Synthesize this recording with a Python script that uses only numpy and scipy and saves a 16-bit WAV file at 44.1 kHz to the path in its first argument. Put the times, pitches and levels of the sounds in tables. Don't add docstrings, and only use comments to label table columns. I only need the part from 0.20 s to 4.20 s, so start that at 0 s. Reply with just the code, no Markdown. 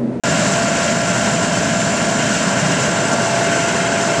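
import sys
import numpy as np
from scipy import signal
from scipy.fft import rfft, irfft
from scipy.io import wavfile

SR = 44100
rng = np.random.default_rng(int(sys.argv[2]) if len(sys.argv) > 2 else 0)


def int16_out(signal):
    q = np.round(np.clip(np.atleast_2d(signal).T, -1, 1) * 32767)
    wavfile.write(sys.argv[1], SR, q.astype(np.int16))


N = 176400

SHAFT_HZ, BLADES = 56.45, 12
SPEED_WANDER = 0.00027
TURBULENCE_HZ, FLUTTER_HZ = 19, 22
MOVE_START_S, MOVE_END_S = 2.06, 3.16


def from_db(db):
    return 10 ** (np.asarray(db) / 20)


def rms_one(x):
    return x / np.sqrt(np.mean(x ** 2) + 1e-20)


def in_time(rows):
    times, *columns = np.transpose(rows)
    return [np.interp(np.arange(N) / SR, times, column) for column in columns]


def bin_hz():
    return np.maximum(np.arange(N // 2 + 1) * SR / N, 1)


def noise(gain):
    return irfft(rfft(rng.standard_normal(N)) * gain, N) * np.sqrt(SR / 2)


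def drift(rate_hz):
    return rms_one(noise(1 / (1 + (bin_hz() / rate_hz) ** 2)))


def tone(hz, clock, rough, rate_hz):
    shaken = 1 + rough * (drift(rate_hz) + 1j * drift(rate_hz))
    cycles = hz * clock + rng.random()
    return rms_one(np.real(shaken * np.exp(2j * np.pi * cycles)))


def motor(clock):
    # (frequency [Hz], rms level [dB])
    whine_lines = [(1383.5, -33.8), (1398.3, -38.4), (1439.4, -44.2), (1540.3, -36.5), (1572.6, -41.5),
                   (1603.6, -40.6), (1660.1, -34.6), (1715.9, -43.9), (1746.9, -43.4), (1803.4, -44.3),
                   (1866.0, -44.1), (2090.7, -45.2), (2796.0, -45.7), (2822.2, -45.7), (5255.4, -47.9),
                   (7192.8, -45.1), (7299.8, -46.3)]
    mains_hum_hz = 120
    whine = sum(from_db(db) * tone(hz, clock, rough=0.18, rate_hz=2) for hz, db in whine_lines)
    mains_hum = from_db(-36) * tone(mains_hum_hz, np.arange(N) / SR, rough=0.063, rate_hz=1.5)
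    shaft_hum = from_db(-41.5) * tone(4 * SHAFT_HZ, clock, rough=.1, rate_hz=2)
    return whine + mains_hum + shaft_hum


def air_resonances(turbulence, surge_db):
    # (frequency [Hz], width [Hz], rms level at the first position [dB], change at the second [dB])
    modes = [(210, 89, -25, -8.5), (402, 60, -40.5, 9.5), (866, 90, -44, 12), (996, 44, -37, -6),
             (1550, 95, -38, 3.5), (2115, 81, -47, 9.5), (2675, 32, -43, 4), (2830, 43, -43, 2),
             (3068, 50, -42, -1), (4460, 75, -43.5, 1), (5240, 53, -43.5, -2), (6060, 81, -40.5, 3),
             (6930, 100, -42, -5), (7170, 89, -34, -2.5), (7316, 74, -37.5, -9), (7710, 80, -39, 0),
             (8230, 100, -44.5, 1.5), (10100, 70, -66, 5), (12830, 150, -72, 0)]
    moved = np.interp(np.arange(N) / SR, (MOVE_START_S, MOVE_END_S), [0, 1])
    bins, out = bin_hz(), 0
    for hz, width, db, change_db in modes:
        ring = rms_one(noise(1 / (1 + (2 * (bins - hz) / width) ** 2)))
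        out = out + from_db(db + change_db * moved) * ring
    return out * from_db(surge_db * turbulence)


def air_roar(clock, turbulence):
    # (frequency [Hz], density [dB per Hz])
    air_spectrum = [(20,-90),(45,-74.5),(95,-55.5),(130,-48),(170,-44.5),(230,-48.5),(310,-50),(400,-53),(490,-52),(550,-49),(610,-42.5),(720,-51.5),(860,-56.5),(1020,-54),(1130,-54.5),(1240,-60),(1340,-56.5),(1480,-53),(1680,-58.5),(2130,-59),(2400,-60.5),(2880,-59.5),(3020,-66),(3150,-60),(3400,-66.5),(3900,-65),(4250,-67.5),(4950,-65.5),(5500,-64),(6800,-62.5),(7500,-63),(8250,-67),(8550,-71),(9100,-78.5),(10500,-83.5),(11200,-91),(13600,-96),(14400,-103.6),(15000,-121)]
    # (lower edge [Hz], trim [dB], own flutter [dB], shared surge [dB])
    bands = [(10, 0.5, 0.5, 0), (304.8, -1, 1.4, 0.6), (531.4, -2, 0.44, -0.5), (696, -0.5, 0.6, 0.34),
             (1290, 0.5, -0.4, 0.9), (1912, 0, 1.2, 0), (3300, 0.5, 0.3, .5), (5630, 0, .35, 0.9)]
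    # (time [s], bass [dB], low middle [dB], housing resonance [dB], middle [dB])
    low_swings = [(0,2.5,-1.8,0.5,0.5),(.55,-1.7,1.2,1.5,0),(.85,-0.5,-0.3,.2,-2),(1.1,-1,-.5,-1.2,1.2),(1.4,2,-2.5,-0.8,-1.5),(2.0,-1.4,-0.7,0.2,-1),(2.5,2.7,-1.5,1,0.5),(2.8,1,3.5,-0.5,-.3),(3.05,-0.5,-1.5,1,1.7),(3.4,-1,-0.5,-2,-0.7),(4,-1,2,0,0)]
    # (time [s], rush below 3.3 kHz [dB], hiss above [dB])
    treble_swings = [(0, 1.1, 1.1), (0.23, 0.9, 1.6), (0.5, -0.4, -0.4), (0.68, 0.1, 1.1),
                     (0.85, -1.2, -0.6), (1.02, 0.3, 0.5), (1.24, -1.6, -1.3), (1.43, -0.1, 0.3),
                     (1.56, -1.5, -0.6), (1.76, 0.4, 0.1), (1.98, -1.0, -0.5), (2.17, 1.2, 1.3),
                     (2.3, -0.2, -0.2), (2.63, 1.6, 1.4), (2.8, -1.7, -0.8), (3.3, 0.7, -0.2),
                     (3.65, 0.6, -0.8), (4, -0.5, -0.2)]
    hz = bin_hz()
    air_hz, air_db = np.transpose(air_spectrum)
    colour = from_db(np.interp(np.log(hz), np.log(air_hz), air_db))
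    throb = 1 + 0.047 * np.sin(2 * np.pi * SHAFT_HZ * clock)
    rush, hiss = from_db(in_time(treble_swings))
    gains = [*from_db(in_time(low_swings)), rush, rush, hiss * throb, hiss * throb]
    upper_edges = [band[0] for band in bands[1:]] + [SR]
    out = 0
    for (low, trim_db, flutter_db, surge_db), high, gain in zip(bands, upper_edges, gains):
        flutter = from_db(trim_db + flutter_db * drift(FLUTTER_HZ) + surge_db * turbulence)
        out = out + gain * flutter * noise(colour * (hz >= low) * (hz < high))
    return out


def impeller(clock):
    # (time [s], rms level [dB])
    note_level = [(0, -25.0), (0.4, -24.9), (0.8, -26.4), (1.85, -25.0), (2.25, -27.0), (2.6, -29.3),
                  (2.85, -25.1), (3.15, -22.1), (4, -23.2)]
    # (multiple of the note, rms level [dB])
    overtones = [(2, -47.5), (3, -60)]
    blade_hz = BLADES * SHAFT_HZ
    note = from_db(in_time(note_level)[0]) * tone(blade_hz, clock, rough=0.084, rate_hz=3.6)
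    return note + sum(from_db(db) * tone(k * blade_hz, clock, rough=.3, rate_hz=8) for k, db in overtones)


def scene():
    clock = np.cumsum(1 + SPEED_WANDER * drift(rate_hz=2.02)) / SR
    turbulence = drift(TURBULENCE_HZ)
    air = air_roar(clock, turbulence) + air_resonances(turbulence, surge_db=.5)
    return (air + impeller(clock) + motor(clock))[None]


def record(dry):
    start_s, lead_in_db, cutoff_hz = .036, -75, 14900
    gate = np.where(np.arange(N) / SR < start_s, from_db(lead_in_db), 1)
    low_pass = signal.ellip(12, .05, 80, cutoff_hz, fs=SR, output="sos")
    return signal.sosfilt(low_pass, dry * gate)


dry = scene()
out = record(dry)
int16_out(out)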